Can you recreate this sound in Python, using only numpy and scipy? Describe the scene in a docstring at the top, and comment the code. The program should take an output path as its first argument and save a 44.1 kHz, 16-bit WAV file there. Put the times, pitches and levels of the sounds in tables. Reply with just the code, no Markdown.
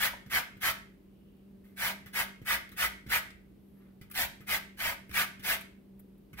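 """Small kitchen, stereo microphone close to a long steel rasp over a glass bowl; an appliance hums.
An orange is being zested: each stroke drags the peel over rows of teeth, so fibres snap, the blade
rings and the oil fizzes. Three quick strokes open, the blade's tip bumping the bowl just after the
first. Before most strokes the fruit lands with a soft knock and a tick; fingers turn it between runs.
Runs of five follow at 1.8 s and 4.1 s, and a last run is just starting at 6.4 s."""
import sys
import numpy as np
from scipy import signal
from scipy.fft import rfft, irfft
from scipy.io import wavfile
from scipy.ndimage import uniform_filter1d, map_coordinates

SR = 44100
rng = np.random.default_rng(int(sys.argv[2]) if len(sys.argv) > 2 else 0)


def store_wav(level_fs):
    """Save 16-bit WAV to argv[1]."""
    pcm = np.round(np.clip(np.atleast_2d(level_fs), -1, 1) * 32767)
    wavfile.write(sys.argv[1], SR, pcm.T.astype(np.int16))


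N = 282240
TIME = np.arange(N) / SR

# Event levels are relative, ahead of each layer's gain.
# peel drawn down the rasp: t/s, length/s, level/dB, extra ring/dB
PEEL_STROKES = [(-.022, 0.12, -26, -0.5), (0.292, 0.13, -28, 2.5), (0.601, 0.13, -26.5, .5),
                (1.757, 0.18, -30, -1.5), (2.123, 0.13, -29, -1), (2.445, 0.14, -29, 2),
                (2.758, .13, -27, -0.5), (3.083, 0.12, -26.5, -.5), (4.131, 0.14, -26.5, -8.5),
                (4.461, .131, -28.5, -1.5), (4.763, 0.19, -31.5, -0.5), (5.119, 0.14, -26.5, 0.5),
                (5.419, .16, -27.5, -4.5), (6.362, 0.15, -35, 3)]
# peel snagging on a few teeth: t/s, level/dB, t60/s, extra fizz/dB
PEEL_SNAGS = [(1.64, -68, 0.56, 8.5), (2.691, -50, .03, 3.5), (3.305, -42, 0.013, -7), (4.1, -53, .011, 16),
              (4.111, -47.5, 0.08, 13), (4.799, -34, 0.021, 0.5), (5.112, -41, 0.015, 3.5),
              (5.61, -38, 0.011, 12), (5.993, -63.5, .04, 21.5)]
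# blade's tip bumping in the bowl: t/s, level/dB, t60/s
TIP_BUMPS = [(.133, -20.5, 0.046)]
# modes of the steel blade: f/Hz, width/Hz, relative level/dB
BLADE_MODES = [(559, 76, -15), (651, 54, -8), (931, 88, -9), (1111, 67, -5.5), (1239, 77, 2),
               (1375, 210, -4), (1479, 46, 2.5), (1666, 100, -2), (1747, 39.52, -7), (1952, 37, 0),
               (2145, 130, 0.5), (2217, 55, -0.5), (2414, 120, -18), (2572, 81, -7.5), (3220, 300, -16.5),
               (2990, 58, -10), (3380, 82, -13.5), (5096, 260, -19)]
# two lightly damped modes that linger between strokes: f/Hz, width/Hz, relative level/dB
SINGING_MODES = [(1650, 13, -3), (2300, 12, -1.5)]
# spectrum of tearing peel: f/Hz, relative level/dB
RASP_SPECTRUM = [(100, -4.5), (250, -20), (420, -14), (560, -12), (800, -1.5), (1050, -22), (1500, 6.5),
                 (2150, 1), (2800, -1.5), (4200, -6.5), (7000, -12), (16000, -21)]
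# spectrum of the oil spray: f/Hz, relative level/dB
FIZZ_SPECTRUM = [(1000, -32.5), (3500, -21), (5500, -38.5), (7500, -14.5), (10000, -5), (12200, 0.5),
                 (13800, 0.5), (15500, 0.5)]
# spectrum of the blade's low shudder: f/Hz, relative level/dB
SHUDDER_SPECTRUM = [(20, -40), (42, -4.5), (60, -0.5), (90, -7.5), (140, -8.5), (260, -10.5), (600, -35),
                    (3000, -84)]
# fruit landing on the blade: t/s, knock level/dB, knock t60/s, tick level/dB
FRUIT_LANDINGS = [(.262, -42.5, 0.19, -54.5), (0.568, -43, 0.14, -57.5), (2.06, -39.5, 0.048, -45),
                  (2.417, -32, 0.065, -56), (2.717, -45.5, 0.092, -48.5), (3.064, -36.5, 0.28, -48),
                  (4.013, -39, 0.088, -50), (4.406, -37.5, 0.054, -52.5), (5.094, -35.5, 0.16, -50),
                  (5.395, -42.5, .08, -49), (6.331, -43, 0.32, -51.5)]
# fruit turned in the hand: middle t/s, length/s, level/dB, centre f/Hz, width/Hz
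FINGER_RUBS = [(1.274, 0.53, -81, 2850, 681), (3.732, 0.41, -79, 11600, 900),
               (3.835, 0.22, -69.5, 1400, 1495)]
# decay of the kitchen's echo: f/Hz, t60/s
ECHO_DECAY = [(150, 0.93), (700, 0.28), (2000, 0.44), (4000, 0.37), (8000, 0.39), (15000, 0.21)]
# strength of that echo: f/Hz, level/dB
ECHO_SPECTRUM = [(100, -14), (600, -7.5), (1800, -10.5), (3500, -7.5), (7000, -9.5), (15000, -8.5)]
# tones of the appliance: f/Hz, relative level/dB
HUM_TONES = [(195, -1.5), (392, -16), (452, -25.5), (587, -27)]
# slow course of its hum: t/s, level/dB
HUM_COURSE = [(0, -55), (1.2, -58.5), (1.45, -55.5), (2.1, -56.5), (3.7, -57.5), (5.4, -55), (6.4, -61)]
# spectrum of the room tone: f/Hz, relative level/dB
ROOM_SPECTRUM = [(20, -37), (40, -4.5), (55, -0.5), (90, -7.5), (140, -5), (220, -4), (330, -8), (480, -16),
                 (750, -25), (1500, -32.5), (3000, -35), (7000, -45.5), (12000, -39.5), (15500, -37.5)]
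# likeness of the room tone at the two capsules: f/Hz, correlation (0 to 1)
ROOM_LIKENESS = [(50, 0.84), (160, 0.92), (300, 0.46), (700, 0.13), (2000, 0.15)]
# colour of the two capsules: f/Hz, left minus right level/dB
CAPSULE_BALANCE = [(60, -3.5), (200, -1.5), (380, 6.5), (700, -2), (1300, -0.5), (2400, -.5), (4400, -4),
                   (8100, 1), (15000, 3.5)]


def zesting(speed, place, force, fizz, flex, ring):
    """Close up, rows of teeth bite in turn: fibres snap and rasp, the blade rings, oil sprays."""
    top_rows_hz, steel_hz, climb_hz_per_s, pitch_fall = 225, 1905, 55, 0.038
    bending_below_hz = 1050  # lower modes bend the whole blade
    row_hz = top_rows_hz * (.5 + .5 * speed) * (1 + 0.251 * wander(88.6))
    rows_passed = np.cumsum(row_hz) / SR
    teeth = unit_rms(np.exp(0.32 * np.cos(2 * np.pi * rows_passed)))
    tearing = teeth * snaps(per_s=11000, spread_db=0)
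    spray = teeth * snaps(per_s=26000, spread_db=3)  # oil cells burst more densely than fibres break
    plucks = teeth * snaps(per_s=2500, spread_db=1.5)  # tougher fibres pluck the teeth
    # steel damped under the fruit: its pitch creeps up with the work and falls in mid-stroke
    pitch_hz = (steel_hz + climb_hz_per_s * TIME) * (1 - pitch_fall * place)
    damped_steel = unit_rms(resonate(teeth * snaps(per_s=2200, spread_db=1.5), pitch_hz, width_hz=720))
    ringing_modes = [mode for mode in BLADE_MODES if mode[0] >= bending_below_hz]
    bending_modes = [mode for mode in BLADE_MODES if mode[0] < bending_below_hz]
    return (amp(-3) * coloured(force * tearing, RASP_SPECTRUM)
            + amp(-4) * ring * damped_steel
            + amp(-2) * blade(ring * plucks, ringing_modes)
            + amp(-22) * blade(force * spray, SINGING_MODES)
            + amp(-14) * blade(flex * tearing, bending_modes)
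            + amp(-22) * coloured(flex * spray, SHUDDER_SPECTRUM)
            + amp(-6) * coloured(fizz * spray, FIZZ_SPECTRUM))


def hand(usual_db=-28, oil_db=2.5, oil_follow=0.94, settle_db=-3.5, settle_t60=.15, flex_lag_s=.011):
    """Each stroke is one arch of speed; its pressure drives the rasp, the fizz and the ring."""
    speed, place, force, fizz, ring = np.zeros((5, N))
    for start, length, db, ring_db in PEEL_STROKES:
        travel = np.clip((TIME - start) / length, 0, 1) ** 1.08  # top speed comes a little late
        swing = (abs(np.sin(np.pi * travel)) * (travel < 1)) ** 1.35  # soft ends
        speed += swing
        place += (2 * travel - 1) * np.sqrt(swing)
        force += amp(db) * swing
        fizz += amp(usual_db + oil_db + oil_follow * (db - usual_db)) * swing
        ring += amp(db + ring_db) * swing ** 1.25
    # after each landing the peel drags a little as it settles
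    settles = [(start, db + settle_db, settle_t60, oil_db) for start, _, _, db in FRUIT_LANDINGS]
    for start, db, t60, fizz_db in PEEL_SNAGS + settles:
        drag = burst(start, db, t60)
        force += drag
        ring += drag
        fizz += drag * amp(fizz_db)
    flex = amp(-25.5) * np.interp(TIME - flex_lag_s, TIME, speed)  # every stroke bends the blade alike
    flex += sum(burst(*bump) for bump in TIP_BUMPS)
    return speed, place, force, fizz, flex, ring


def snaps(per_s, spread_db):
    """Fibres or oil cells breaking: random clicks whose sizes scatter by spread_db."""
    size = amp(spread_db * np.clip(rng.standard_normal(N), -2, 2)) * rng.choice([-1, 1], N)
    return unit_rms(size * (rng.random(N) < per_s / SR))


def blade(drive, modes):
    """The steel rings in decaying modes; the wider a mode, the sooner it dies."""
    t = np.arange(SR // 2) / SR
    ring = sum((-1) ** k * amp(db) * width * np.exp(-np.pi * width * t) * np.cos(2 * np.pi * hz * t)
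               for k, (hz, width, db) in enumerate(modes))
    return through(drive, ring / np.linalg.norm(ring))


def knocks(start_hz=195, rest_hz=52, sag_s=0.01, flesh_top_hz=300):
    """The fruit's weight settles on the blade: a dull thud that falls in pitch."""
    thuds, t = np.zeros(N), np.arange(SR // 3) / SR
    cycles = np.cumsum(rest_hz + (start_hz - rest_hz) * np.exp(-t / sag_s)) / SR
    for start, db, t60, _ in FRUIT_LANDINGS:
        knock = amp(db) * np.exp(-np.log(1000) * t / t60) * np.sin(2 * np.pi * cycles)
        part = thuds[round(start * SR):][:len(t)]
        part += knock[:len(part)]
    low_band = signal.butter(3, [rest_hz, flesh_top_hz], "band", fs=SR)
    flesh = unit_rms(signal.lfilter(*low_band, rng.standard_normal(N)))
    pressure = sum(burst(start, db, t60) for start, db, t60, _ in FRUIT_LANDINGS)
    return thuds + amp(-7) * uniform_filter1d(pressure, size=130) * flesh


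def ticks(t60=0.0067):
    """As the fruit lands a tooth pricks the peel: a very short rasp with a spit of oil."""
    prick = sum(burst(start, db, t60) for start, _, _, db in FRUIT_LANDINGS)
    tear, spit = prick * rng.standard_normal((2, N))
    return amp(2) * (coloured(tear, RASP_SPECTRUM) + amp(-3) * coloured(spit, FIZZ_SPECTRUM))


def fingers(crackle_db=-90):
    """The damp zest crackles faintly, and skin slides softly over the peel."""
    sound = amp(crackle_db) * coloured(snaps(per_s=27, spread_db=18), FIZZ_SPECTRUM)
    for middle, length, db, hz, width_hz in FINGER_RUBS:
        swell = np.cos(np.pi * np.clip((TIME - middle) / length, -.5, .5))
        friction = unit_rms(resonate(snaps(per_s=2400, spread_db=7.5), hz, width_hz))
        sound += amp(db) * swell * friction
    return sound


def close_pair(source, place, lag_ms=0.11, sweep_ms=0.015, bounce_db=3.5, fade_s=0.0071, bounces=40):
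    """Sound reaches the left capsule first; reflections off bowl and hands shift as they move."""
    lag_samples = (lag_ms + sweep_ms * place) * SR / 1000
    right = map_coordinates(source, [np.arange(N) - lag_samples], order=3)
    pair = np.array([source, right])
    poses = np.array([wander(22) for _ in range(9)])
    poses /= np.linalg.norm(poses, axis=0)  # the hands drift between poses, each with its reflections
    low_cut = signal.butter(2, 2100, "high", fs=SR)
    for side in pair:
        for pose in poses:
            delay_s = rng.uniform(.0004, .012, bounces)
            taps = np.zeros(SR // 20)
            taps[(delay_s * SR).astype(int)] = rng.choice([-1, 1], bounces) * np.exp(-delay_s / fade_s)
            taps = signal.lfilter(*low_cut, taps)
            side += amp(bounce_db) * through(source * pose, taps / np.linalg.norm(taps))
    return pair / np.hypot(1, amp(bounce_db))


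def kitchen_echo(source, onset_s=0.0078):
    """The walls return a diffuse tail to each capsule, each band dying at its own speed."""
    hz, t, bands = signal.stft(rng.standard_normal((2, SR)), SR, nperseg=256)
    decay_per_s = np.log(1000) / at_hz(ECHO_DECAY, hz)[:, None]
    decay = np.exp(-decay_per_s * t) * np.sqrt(2 * decay_per_s / SR)
    bands = bands * amp(at_hz(ECHO_SPECTRUM, hz))[:, None] * decay
    fade_in = np.clip(TIME[:SR] / onset_s - .5, 0, 1)
    tails = signal.istft(bands, SR, nperseg=256)[1][:, :SR] * fade_in
    return np.array([through(source, tail) for tail in tails])


def appliance_hum(waver_db=2.45, pitch_drift=0.0109):
    """An appliance hums in the background, centred, wavering in pitch and level."""
    clock = np.cumsum(1 + pitch_drift * wander(11.2)) / SR
    tones = sum(amp(db) * np.sqrt(2) * np.sin(2 * np.pi * hz * clock) for hz, db in HUM_TONES)
    level_db = np.interp(TIME, *np.transpose(HUM_COURSE)) + waver_db * wander(5.1)
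    return tones * amp(level_db)


def room_tone(level_db=-59):
    """Low noise all round the microphone, nearly alike on both sides in the bass."""
    hz = np.fft.rfftfreq(N, 1 / SR)
    left, unrelated = rfft(rng.standard_normal((2, N)))
    likeness = np.clip(at_hz(ROOM_LIKENESS, hz), 0, 1)
    right = likeness * left + np.sqrt(1 - likeness ** 2) * unrelated
    air = irfft(np.array([left, right]) * amp(at_hz(ROOM_SPECTRUM, hz)), N)
    return amp(level_db) * unit_rms(air)


def amp(db):
    """Decibels to gain."""
    return 10 ** (np.asarray(db) / 20)


def unit_rms(x):
    """Scales to an rms of 1."""
    return x / np.sqrt(np.mean(x ** 2) + 1e-20)


def at_hz(table, hz):
    """Reads a table on a log-frequency axis."""
    table_hz, value = np.transpose(table)
    return np.interp(np.log(hz + 1), np.log(table_hz + 1), value)


def wander(rate_hz):
    """Smooth random motion of rms 1, rolling off above the rate."""
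    hz = np.fft.rfftfreq(N, 1 / SR)
    return unit_rms(irfft(rfft(rng.standard_normal(N)) * np.exp(-(hz / rate_hz) ** 2), N))


def burst(start, db, t60):
    """An envelope that jumps up and dies away."""
    envelope, span = np.zeros(N), slice(round(start * SR), round((start + t60) * SR))
    envelope[span] = amp(db) * np.exp(-np.log(1000) * (TIME[span] - start) / t60)
    return envelope


def through(x, taps):
    """Plays x through an impulse response."""
    return signal.oaconvolve(x, taps)[:N]


def coloured(x, spectrum, size=4096):
    """Plays x through a causal filter of unit energy with the given spectrum."""
    log_gain = np.log(amp(at_hz(spectrum, abs(np.fft.fftfreq(size, 1 / SR)))))
    taps = np.fft.ifft(np.exp(np.conj(signal.hilbert(log_gain)))).real
    return through(x, taps / np.linalg.norm(taps))


def resonate(x, hz, width_hz):
    """A resonance that can follow a moving pitch."""
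    carrier = np.exp(2j * np.pi * np.cumsum(hz * np.ones(len(x))) / SR)
    pole = np.exp(-np.pi * width_hz / SR)
    baseband = signal.lfilter([(1 - pole) ** 2], [1, -2 * pole, pole * pole], x / carrier)
    return (carrier * baseband).real


def scene():
    """The rasp close to the microphone, the kitchen around it."""
    speed, place, force, fizz, flex, ring = hand()
    rasp = zesting(speed, place, force, fizz, flex, ring) + ticks() + knocks() + fingers()
    return close_pair(rasp, place) + kitchen_echo(rasp) + room_tone() + appliance_hum()


def record(dry):
    """The microphone: each capsule has its own colour, and the top treble is cut off."""
    top_hz = 15750
    tilt_db = at_hz(CAPSULE_BALANCE, np.fft.rfftfreq(N, 1 / SR)) / 2
    heard = irfft(rfft(dry) * amp([tilt_db, -tilt_db]), N)
    high_cut = signal.firwin(511, top_hz, window=("kaiser", 9), fs=SR)
    return signal.oaconvolve(heard, high_cut[None], "same")


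dry = scene()
out = record(dry)
store_wav(out)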